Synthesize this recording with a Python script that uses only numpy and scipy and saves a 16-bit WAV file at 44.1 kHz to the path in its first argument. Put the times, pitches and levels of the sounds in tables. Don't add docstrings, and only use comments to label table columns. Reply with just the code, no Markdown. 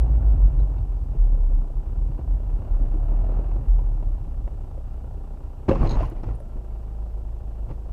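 import sys
import numpy as np
from scipy import signal
from scipy.fft import rfft, irfft, next_fast_len
from scipy.io import wavfile
from scipy.ndimage import uniform_filter1d

SR = 44100
rng = np.random.default_rng(int(sys.argv[2]) if len(sys.argv) > 2 else 0)


def volts_from_db(level):
    exponent = np.asarray(level, float) / 20
    return 10 ** exponent


def dump_mix(stems):
    frames = np.atleast_2d(stems).T
    limited = np.clip(frames, -1, 1)
    pcm = np.round(limited * 32767).astype(np.int16)
    wavfile.write(sys.argv[1], SR, pcm)


N = 349391

# (time [s], peak [dB], brightness [dB per octave], panel struck [Hz])
BUMP_BLOWS = [(5.6825, -16, -5, 151), (5.688, -13.5, 5.5, 329), (5.693, -8, 1, 243), (5.709, -33, 2, 1500),
              (5.714, -13, 4, 539), (5.756, -31, 0, 1107), (5.808, -25, -1, 130), (5.835, -16, -4.5, 290),
              (5.868, -22, 5, 100.3), (5.97, -27.5, -10.5, 890), (6.005, -30, 0, 700),
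              (6.03, -29, -1, 1000), (6.115, -35, 4, 394)]


def bump():
    blows = body(BUMP_BLOWS, gain_db=-14.0, boom_db=-8.5, ring_share=0.82, contact_s=0.025)
    return signal.lfilter([0.45], [1, -0.55], blows)


# (pitch [Hz], level [dB], time to fall 60 dB [s])
BODY_MODES = [(31.6, 0, 0.84), (79, -0.5, 0.11), (128, 0.5, 0.057), (205, -9.5, 0.3), (251.5, 3, 0.12),
              (329, 2.5, 0.11), (432.5, -5.5, 0.14), (539, -5.5, 0.12), (700, 1, 0.012),
              (900, -11.5, 0.098), (1000, -16, 0.11), (1080, -11.5, 0.045), (1380, -26, 0.01),
              (1700, -27.5, 0.023), (2200, -30, 0.047), (2600, -27, 0.04), (2850, -29.5, 0.012),
              (3400, -35.5, 0.0098)]


def body(hits, gain_db, boom_db, ring_share, contact_s):
    times, peak_db, bright_db, panel_hz = np.transpose(hits)
    chance = rng.standard_normal((len(hits), len(BODY_MODES)))
    out = np.zeros(N)
    for k, (hz, mode_db, t60) in enumerate(BODY_MODES):
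        tilt_db = bright_db * np.log2(hz / 250) + boom_db * (hz < 100)
        panel_db = 8 * np.exp(-(np.log2(hz / panel_hz) / 0.26) ** 2)
        hit_db = peak_db + gain_db + mode_db + tilt_db + panel_db + 2.6 * chance[:, k]
        sign = (-1) ** (k // 3 + 1)
        clicks = clicks_at(times, sign * volts_from_db(hit_db))
        if hz > 600:
            clicks = scuff(clicks, contact_s)
        out += ring(clicks, hz, t60 * ring_share)
    return out


# (time [s], hold [s], thud level [dB], crackle level [dB], brightness
# [dB])
CRUMPLES = [(5.679, 0.0061, -10, -20.5, -20), (5.71, 0.017, -31, -31, -18), (5.742, 0.047, -24, -36, -15.5),
            (5.803, 0.041, -19, -28.5, -19.5), (5.852, 0.019, -35, -40.5, -8),
            (5.889, 0.034, -24, -32.5, -15), (5.946, 0.047, -43, -31.5, -18), (6, 0.05, -38, -37, -14),
            (6.069, 0.051, -38.5, -45, -18), (6.151, 0.046, -36.5, -47.5, -16),
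            (6.225, 0.011, -44, -40.5, -19), (6.256, 0.014, -32, -43.5, -15), (6.29, 0.05, -37.5, -46, -21),
            (7.682, 0.023, -35, -44, -17)]
# (frequency [Hz], level [dB per Hz])
THUD_COLOUR = [(53, -32), (90, 5), (135, 10.5), (178, 0), (504, -9), (550, -25), (600, -29), (780, -43),
               (1320, -120)]
CRACKLE_COLOUR = [(240, -9.5), (400, -2), (444, -3), (512, 0), (872, 0.5), (1080, -5.5), (1460, -14.5),
                  (2400, -43), (3120, -54), (5280, -120)]
BRIGHT_COLOUR = [(1060, -54), (1800, 1), (2660, 2), (3720, -10), (4860, -8.5), (8570, -21.5), (9530, -30),
                 (9960, -28), (11600, -31), (15000, -34.5)]


def crunch():
    low, mid, high = np.zeros((3, N))
    for s, hold_s, thud_db, crackle_db, bright_db in CRUMPLES:
        shape = pulse(s, 0.012, hold_s, 515)
        low += volts_from_db(thud_db) * shape
        mid += volts_from_db(crackle_db) * shape
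        high += volts_from_db(crackle_db + bright_db) * shape
    cracks = grains(per_s=5500, spread_db=3.0)
    thuds = np.minimum(volts_from_db(-4) * low, 0.055) * colour(rng.standard_normal(N), THUD_COLOUR)
    crackle = mid * colour(cracks, CRACKLE_COLOUR) + high * colour(cracks, BRIGHT_COLOUR)
    return thuds + volts_from_db(-6.5) * crackle


# (time [s], peak [dB], pitch [Hz], time to fall 60 dB [s])
PANEL_RINGS = [(5.687, -15.5, 291, 0.06), (5.707, -15.5, 546, 0.1), (5.72, -35.5, 1050, .05),
               (5.751, -26, 523, .05), (5.757, -29, 1080, .04), (5.769, -32.5, 1100, 0.045),
               (5.809, -7.5, 51, 0.06), (5.811, -16, 234, 0.066), (5.83, -27, 1080, .04),
               (5.858, -26, 756, 0.071), (5.892, -29.5, 527, .04), (5.958, -23.5, 262, 0.039),
               (5.972, -33.5, 1004, 0.057), (6.005, -23, 654, 0.046), (6.024, -24, 296.6, 0.054),
               (6.03, -32, 1033, 0.065), (6.058, -36, 608, .03), (6.06, -47, 2840, 0.018),
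               (6.117, -31, 334, 0.098), (6.166, -37, 503, 0.031), (6.234, -36.5, 654, .04),
               (6.236, -29.5, 335, 0.066), (6.242, -42, 1380, 0.021), (6.288, -43, 700, .03),
               (6.311, -35, 604, 0.032), (6.335, -45, 761, .03), (5.69, -14.5, 74, 0.15),
               (5.872, -48, 4120, .025), (5.894, -42, 4280, 0.034), (5.907, -37, 4120, .03),
               (5.693, -41.5, 2930, .03), (5.7, -44, 1980, 0.021), (5.688, -20.5, 850, 0.027),
               (5.689, -35, 1613, .03), (5.69, -33, 2277, 0.027), (5.697, -21.5, 317, 0.025),
               (5.711, -35, 2700, 0.035), (5.72, -23.5, 575, 0.037), (5.94, -32, 970, 0.063),
               (6.037, -34.5, 990, .04), (6.232, -58.5, 5380, .015), (6.28, -50.5, 2510, 0.024),
               (6.565, -38, 319.4, 0.049), (7.7, -39, 800, 0.027), (7.711, -30, 327, 0.033),
               (7.712, -38, 600, 0.027), (7.705, -57, 2700, .02)]
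# (time [s], peak [dB], pitch
# [Hz], time to fall 60 dB [s])
PLASTIC_SNAPS = [(.782, -58, 3740, .02), (.786, -61, 4400, .015), (.812, -64, 4200, .015),
                 (5.68, -42, 2500, .02), (5.685, -45, 3900, .012), (5.69, -42, 4400, 0.014),
                 (5.698, -42, 3200, .015), (5.711, -40.5, 2110, .02), (5.712, -33, 1600, .02),
                 (5.72, -41, 2850, .025), (5.73, -42, 2700, .02), (5.752, -40.5, 1610, 0.017),
                 (5.756, -46, 2400, .015), (5.772, -40, 1342, .02), (5.817, -44.5, 2700, .02),
                 (5.84, -38, 1700, .02), (5.853, -43, 2600, .02), (5.872, -45.5, 2900, .025),
                 (5.875, -43, 1900, .015), (5.892, -46, 1900, .02), (5.91, -44, 2350, .02),
                 (5.95, -38.5, 1350, .025), (5.99, -36, 1230, 0.029), (5.99, -56, 3450, .03),
                 (6.03, -50.5, 3300, 0.025), (6.052, -48, 2100, .02), (6.09, -58, 2900, 0.018),
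                 (6.114, -48, 1500, .025), (6.12, -56, 2900, .015), (6.165, -53, 2000, .03),
                 (6.18, -58, 2450, 0.021), (6.2, -50, 1250, .025), (6.238, -44.5, 1400, .025),
                 (6.242, -58, 3400, 0.019), (6.29, -43, 1350, 0.028), (6.298, -54, 2000, .02),
                 (6.305, -59, 2700, .02), (5.894, -44.5, 3980, .02), (5.913, -47, 4350, .02),
                 (5.93, -50.5, 4140, .04), (6.055, -55, 4297, .03), (6.1, -63, 7200, .02),
                 (5.845, -66, 10400, .02), (7.7, -56, 2950, .015), (2.815, -33, 298, 0.11),
                 (2.94, -31, 305, 0.13), (.6, -59, 3900, .03)]
# (time [s], peak
# [dB], pitch [Hz])
TRIM_TICKS = [(0.18, -40, 770), (0.477, -35, 576), (0.597, -30.5, 514), (1.133, -40.5, 598),
              (1.345, -37, 616), (1.513, -43, 716), (2.351, -43, 724), (3.564, -35, 700), (4.027, -33, 626),
              (4.477, -30, 600), (4.512, -37, 516), (4.588, -42, 778), (4.645, -41, 543),
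              (4.713, -38.5, 801.6), (4.778, -37.5, 527.4), (4.978, -44, 645.3), (5.042, -37, 539),
              (5.11, -43, 811.4), (6.403, -31.5, 576.7), (6.936, -48, 611)]


def panels_and_trim():
    ticks = [(s, db - 2, hz, 0.036) for s, db, hz in TRIM_TICKS]
    length = SR // 4
    out = np.zeros(N + SR)
    for s, peak_db, hz, t60 in PANEL_RINGS + ticks + PLASTIC_SNAPS:
        click = volts_from_db(peak_db) * (np.arange(length) == 0)
        if hz > 400:
            click = scuff(click, 0.008)
        partner = ring(click, min(1.4 * hz, 15000), 0.2 * t60)
        out[int(s * SR):][:length] += ring(click, hz, t60) + volts_from_db(-13.5) * partner
    return out[:N]


# (time [s], level [dB])
RATTLE_HITS = [(5.937, -55), (5.69, -46), (5.871, -52), (5.892, -43.5), (5.896, -48), (5.908, -41),
               (5.916, -44), (5.924, -62.5), (5.931, -53), (5.943, -54), (5.951, -55), (6.231, -67)]
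# (pitch [Hz], level [dB], time to fall 60 dB [s])
PLASTIC_MODES = [(3774.3, 1.5, 0.016), (4120, 5, 0.014), (4230, 2, .014), (4600, -7, 0.01),
                 (4900, -8, 0.012), (5430, -6, 0.018), (6000, -6, 0.013), (6500, -9, 0.0152),
                 (6580, -4.5, 0.019), (7300, -19.5, 0.0123), (11110, -17, 0.0073)]
# (time [s], low ring level [dB], high ring level [dB])
TINKLES = [
    (5.835, -54, -73),
    (6.026, -58, -58),
    (6.04, -65, -62),
    (6.064, -61, -66),
    (6.106, -65, -82),
    (6.351, -56, -87),
    (6.399, -58, -89),
]
# (pitch [Hz], time to fall 60 dB [s])
METAL_MODES = [(9400, 0.03), (11700, 0.04)]


def loose_things():
    times, level_db = np.transpose(RATTLE_HITS)
    chance = rng.standard_normal((len(RATTLE_HITS), len(PLASTIC_MODES)))
    out = np.zeros(N)
    for k, (hz, mode_db, t60) in enumerate(PLASTIC_MODES):
        hits = clicks_at(times, volts_from_db(level_db + mode_db + 2.4 * chance[:, k]))
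        out += ring(scuff(hits, 0.016), hz, t60)
    out += np.diff(clicks_at([6.1], volts_from_db(-37)), prepend=0)
    times, *ring_db = np.transpose(TINKLES)
    for level_db, (hz, t60) in zip(ring_db, METAL_MODES):
        out += ring(scuff(clicks_at(times, volts_from_db(level_db)), 0.011), hz, t60)
    return out


# (time [s], firing rate [Hz], shake through the mounts [dB], throttle [dB])
ENGINE_COURSE = [(0.0, 55.5, -19, 8.5), (0.36, 52.16, -19, 6.5), (0.53, 46.1, -24.5, 4.5),
                 (0.75, 45.6, -20, 2.5), (0.94, 42.88, -30, 0), (1.0, 41.7, -41, -1.5),
                 (1.15, 39.24, -29.5, -1), (1.22, 38, -22.5, 2), (1.45, 34.6, -18.5, 0.5),
                 (1.81, 31.62, -31, 0.5), (2.42, 31.26, -55, 1), (2.71, 34.01, -23, 5.5),
                 (2.95, 34.48, -24.5, 5), (3.36, 41.4, -22.5, 10), (3.62, 41.2, -47.5, 3.5),
                 (3.84, 38.08, -20, 2), (4.25, 30.46, -30.5, -0.5), (4.7, 29.85, -32.5, -.5),
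                 (5.65, 31, -35, -1), (6.08, 26.65, -36, -0.5), (7.92, 26.38, -35.5, -1.5)]
# (frequency [Hz], level [dB])
MOUNT_LEVELS = [(53, -32), (61, -38.5), (70, -53), (80, -51.5), (92, -49), (106, -44.5), (122, -64.5),
                (165, -51.5)]
# (multiple of the firing rate, level [dB])
ENGINE_OVERTONES = [(23, -61.5), (5, -56.5), (6, -58), (7, -56.5), (8, -60), (14, -62), (13, -58.5),
                    (30, -60.5), (26, -68), (16, -64.5), (18, -63)]
# (frequency [Hz], level [dB per Hz])
CLATTER_COLOUR = [(100, -31), (170, -8), (216, -1), (291, -4.5), (360, -6), (560, -5.5), (594, -5.5),
                  (793, -9.5), (864, -12.5), (1300, -26), (1690, -60.5), (2860, -120)]
UPPER_COLOUR = [(530, -26), (900, -6), (1150, -2.5), (1300, -7), (1610, -10.5), (1850, -14), (2090, -18),
                (2720, -19), (3170, -30), (4500, -28.5), (5850, -68), (9900, -120)]
# (pitch [Hz], width [Hz], level [dB])
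CABIN_PANELS = [(353, 37, 1), (800, 72, 0), (1350, 13, 9.5), (2850, 280, 6)]


def engine(clatter_db, upper_db, swell):
    firing_hz, tone_db, _ = uniform_filter1d(in_time(ENGINE_COURSE), size=2000, axis=1)
    turn = 2 * np.pi * np.cumsum(firing_hz * (1 + 0.00419 * drift(3.26))) / SR
    follow_db = 0.082 * (tone_db + 36)
    mount_hz, mount_db = np.transpose(MOUNT_LEVELS)
    second_db, third_db, fourth_db = [np.interp(m * firing_hz, mount_hz, mount_db) + follow_db
                                      for m in (2, 3, 4)]
    over_db = -2.5 - 0.8 * np.maximum(firing_hz - 31, 0)
    air_hz, air_width_hz = 39.8, 6.1
    rocked = volts_from_db(-2) * swell * np.exp(-((firing_hz - air_hz) / air_width_hz) ** 2)
    stumble_db = -6 * pulse(6.0, 0.13, 0.4, 96)

    tones = (volts_from_db(tone_db) + rocked) * np.cos(turn)
    tones += volts_from_db(second_db + stumble_db) * np.cos(2 * turn + 0.75)
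    tones += volts_from_db(third_db) * np.cos(3 * turn + 0.4)
    tones += volts_from_db(fourth_db + over_db) * np.cos(4 * turn + 1.1)
    for multiple, level_db in ENGINE_OVERTONES:
        fade_db = over_db - 0.15 * multiple * np.maximum(firing_hz - 27, 0)
        phase = rng.uniform(0, 2 * np.pi)
        tones += volts_from_db(level_db + fade_db + 0.88 * drift(3.1)) * np.cos(round(multiple) * turn + phase)

    firing = volts_from_db(3.0 * np.cos(turn + 2.8) + 1.1 * np.cos(turn / 2))
    noise = colour(rng.standard_normal(N), CLATTER_COLOUR)
    clatter = volts_from_db(clatter_db + 0.69 * drift(31.0)) * firing * noise
    upper = colour(rng.standard_normal(N), UPPER_COLOUR)
    clatter += volts_from_db(upper_db + 1.2 * drift(17.0)) * firing * upper
    panels = clatter.copy()
    for hz, width_hz, level_db in CABIN_PANELS:
        r = np.exp(-np.pi * width_hz / SR)
        feedback = [1, -2 * r * np.cos(2 * np.pi * hz / SR), r * r]
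        peak = signal.lfilter([(1 - r * r) / 2, 0, (r * r - 1) / 2], feedback, clatter)
        panels += (volts_from_db(level_db) - 1) * peak
    return np.sqrt(2) * tones + volts_from_db(-0.5) * panels + combustion(turn, upper_db)


# (pitch [Hz], level [dB], time to fall 60 dB [s])
BLOCK_MODES = [(376, -0.5, 0.045), (533, -6.5, 0.025), (600, -11, 0.018), (700, -5, 0.042), (811, -4, 0.04),
               (1000, -12.5, 0.034), (1440, -18, 0.039), (2720, -30.5, 0.011)]


def combustion(turn, upper_db):
    fired = np.diff(np.floor(turn / (2 * np.pi) + 0.62), prepend=0) > 0
    force_db = np.minimum(upper_db, -64) + 20 + 1.5 * np.cos(turn / 2) + 1.5 * rng.standard_normal(N)
    knocks = fired * volts_from_db(force_db)
    return sum(ring(scuff(knocks, 0.06) * volts_from_db(level_db), hz, t60) for hz, level_db, t60 in BLOCK_MODES)


# (time [s], peak [dB], pitch [Hz])
SEAM_HITS = [(0.024, -17.5, 40.9), (0.132, -17.5, 42), (0.235, -18.5, 52.3), (0.31, -8.5, 43.3),
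             (0.422, -12, 40.7), (0.559, -6.5, 45.26), (.82, -24.5, 37), (0.919, -31, 51.4),
             (1.057, -29, 37.2), (1.168, -19.5, 38.1), (1.309, -23.5, 45.2), (1.528, -18, 35.15),
             (1.73, -19.5, 41.8), (1.897, -20, 35.52), (1.958, -16, 39.7), (2.056, -18.5, 41.19),
             (2.272, -14, 42.6), (2.463, -16, 38.6), (2.703, -21, 45.13), (2.801, -13.5, 38.5),
             (3.084, -16, 40.7), (3.359, -16, 39.5), (3.505, -25, 48.06), (3.673, -14.5, 43.4),
             (4.025, -19, 40.5), (4.36, -20.5, 44), (5.83, -13.5, 29.24), (5.948, -16, 35.5),
             (6.256, -19, 49.2), (0.528, -23, 133), (0.7, -20.5, 93), (0.792, -20, 93.5), (1.2, -31.5, 84),
             (1.301, -24, 79.4), (3.5, -30, 88), (2.089, -27.5, 132.1), (6.257, -22, 106.8),
             (7.693, -30.5, 132.4), (0.031, -28, 106), (.1, -30.5, 144), (.42, -29, 91.8), (1.15, -30, 144),
             (1.62, -32, 98), (2.2, -30, 105), (2.72, -29, 91), (3.021, -31, 106), (3.222, -25.5, 79.95),
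             (3.379, -32.5, 128), (3.72, -25.5, 70.07), (3.75, -32.5, 110), (4.052, -30, 95.1)]


def seams():
    boom, swell = np.zeros((2, N + SR))
    age = np.arange(SR) / SR
    for s, peak_db, hz in SEAM_HITS:
        cycles = age * hz
        shape = (1 - np.exp(-cycles / 0.9)) * volts_from_db(peak_db + 6.5 - 60 * cycles / 22.5)
        boom[int(s * SR):][:SR] += shape * np.sin(2 * np.pi * cycles)
        swell[int(s * SR):][:SR] += shape * (hz < 70)
    return volts_from_db(-3) * boom[:N], swell[:N]


# (time [s], peak [dB], brightness [dB per octave], panel struck [Hz])
ROAD_KNOCKS = [(.179, -20.5, -4, 203), (.278, -22, -0.5, 397), (.597, -22, -1.5, 520), (.769, -36, 6, 100),
               (1.149, -26.5, 3, 406), (1.509, -28, 3.5, 496.7), (1.969, -35, 4.5, 410.3),
               (2.19, -20, -0.5, 623), (2.811, -22, -2, 305), (2.838, -22, 0.5, 310),
               (2.959, -21.5, -2, 298), (3.119, -21.5, 1.5, 800), (3.512, -28, 5.5, 700),
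               (3.559, -21.5, -7, 600), (3.789, -28.5, 4.5, 900), (4.025, -25.5, 1.5, 800),
               (4.475, -28, 3.5, 618.9), (4.776, -33, 0, 600), (5.109, -31.5, -4, 600),
               (6.164, -39, 5, 600), (6.232, -22, -5, 870), (6.263, -31, 0, 119.9), (6.285, -18, 0.5, 120),
               (6.557, -27, -11, 303.3), (6.704, -38, 6, 700), (7.697, -44, -12, 128.8),
               (7.712, -24.5, 3, 134)]


def road_knocks():
    return body(ROAD_KNOCKS, gain_db=-20, boom_db=-10, ring_share=0.6, contact_s=0.03)


# (frequency [Hz], level [dB per Hz])
BOOM_COLOUR = [(12, -33.5), (17, -17), (22, -15.5), (28, 1), (36, 3), (43, 6), (52, 4.5), (62, -11.5),
               (75, -25), (95, -45)]
RUMBLE_COLOUR = [(35, -13), (60, -3), (81, -9), (146, -16), (177, -29), (296, -26.5), (420, -42.5),
                 (550, -65), (920, -120)]


def road(boom_db, rumble_db):
    boom = volts_from_db(boom_db - 6 + 1.2 * drift(4.7)) * colour(rng.standard_normal(N), BOOM_COLOUR)
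    rumble_gain = volts_from_db(rumble_db + 2.0 + 0.15 * drift(21.0))
    return rumble_gain * colour(rng.standard_normal(N), RUMBLE_COLOUR) - boom


# (frequency [Hz], level [dB per Hz])
HISS_COLOUR = [(1760, -8), (3000, -1.5), (4060, -6.5), (4650, -5), (7540, -7), (8180, -8), (15000, -10.5)]
# (pitch [Hz], level [dB])
WHINE_TONES = [(7881, -88)]


def hiss_and_whine():
    out = volts_from_db(-72.5) * colour(rng.standard_normal(N), HISS_COLOUR)
    for hz, level_db in WHINE_TONES:
        out += np.sqrt(2) * volts_from_db(level_db) * np.sin(2 * np.pi * hz * np.arange(N) / SR)
    return out


def in_time(rows):
    s, *columns = np.transpose(rows)
    return [np.interp(np.arange(N) / SR, s, column) for column in columns]


def rms_one(x):
    return x / np.sqrt(np.mean(x ** 2) + 1e-20)


def drift(rate):
    r = np.exp(-80 * np.pi * rate / SR)
    noise = rng.standard_normal(N // 40 + 2002)
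    slow = signal.lfilter([1], [1, -2 * r, r * r], noise)[2000:]
    return np.interp(np.arange(N) / 40, np.arange(len(slow)), rms_one(slow))


def colour(x, spectrum):
    size = next_fast_len(N)
    hz, level_db = np.transpose(spectrum)
    axis = np.log(np.maximum(np.arange(size // 2 + 1) * SR / size, 1))
    shape = volts_from_db(np.interp(axis, np.log(hz), level_db, left=-120, right=-120))
    return rms_one(irfft(rfft(x, size) * shape, size)[:N])


def ring(clicks, hz, t60):
    r, w = volts_from_db(-60 / (t60 * SR)), 2 * np.pi * hz / SR
    return signal.lfilter([0, np.sin(w)], [1, -2 * r * np.cos(w), r * r], clicks + 1e-18)


def clicks_at(times, sizes):
    clicks = np.zeros(N)
    clicks[(np.asarray(times) * SR).astype(int)] = sizes
    return clicks


def grains(per_s, spread_db):
    sizes = volts_from_db(spread_db * np.minimum(rng.exponential(1, N), 4)) * rng.choice([-1, 1], N)
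    return sizes * (rng.random(N) < per_s / SR)


def scuff(clicks, t60):
    age = np.arange(int(t60 * SR)) / (t60 * SR)
    burst = rng.standard_normal(len(age)) * np.sqrt(age) * volts_from_db(-60 * age)
    return signal.oaconvolve(clicks, burst / np.linalg.norm(burst))[:len(clicks)]


def pulse(start_s, rise_s, hold_s, fall_db_per_s):
    age = np.arange(N) / SR - start_s
    return np.clip(age / rise_s, 0, 1) * volts_from_db(-fall_db_per_s * np.clip(age - rise_s - hold_s, 0, 1))


def raised(level_db, gain):
    return 10 * np.log10(volts_from_db(level_db) ** 2 + gain ** 2)


# (time [s], roughness times speed [dB])
PAVING_COURSE = [(0, -11), (.5, -13.5), (.9, -19.5), (1.3, -17), (1.9, -23), (2.35, -20), (2.7, -19.5),
                 (3.2, -17), (3.9, -18.5), (4.4, -24.5), (4.8, -25.5), (5.6, -29), (6.6, -35), (7.92, -32)]


def scene():
    shunt_s = 5.72
    shunt = pulse(shunt_s, 0.057, 0.27, 241)
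    throttle_db = in_time(ENGINE_COURSE)[2]
    paving_db, = in_time(PAVING_COURSE)
    boom, swell = seams()
    clatter_db = raised(-51.5 + throttle_db, volts_from_db(-50) * shunt)
    upper_db = raised(-66 + 0.83 * throttle_db, volts_from_db(-55) * shunt)
    before_shunt = np.arange(N) < shunt_s * SR
    boom_db = raised(paving_db - 8 * before_shunt, volts_from_db(-22) * shunt)
    rumble_db = raised(-38.5 + 0.7 * (paving_db + 24.5), volts_from_db(-22) * swell + volts_from_db(-36.5) * shunt)
    crash = bump() + crunch() + panels_and_trim() + loose_things()
    ride = engine(clatter_db, upper_db, swell) + boom + road_knocks() + road(boom_db, rumble_db)
    return (crash + ride)[None]


def low_pass(x):
    return signal.sosfilt(signal.butter(12, 15130, fs=SR, output="sos"), x)


def record(dry):
    rounded = 0.7 * np.tanh((dry + hiss_and_whine()) / 0.7)
    return low_pass(np.clip(rounded, -0.45, 0.45))


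dry = scene()
out = record(dry)
dump_mix(out)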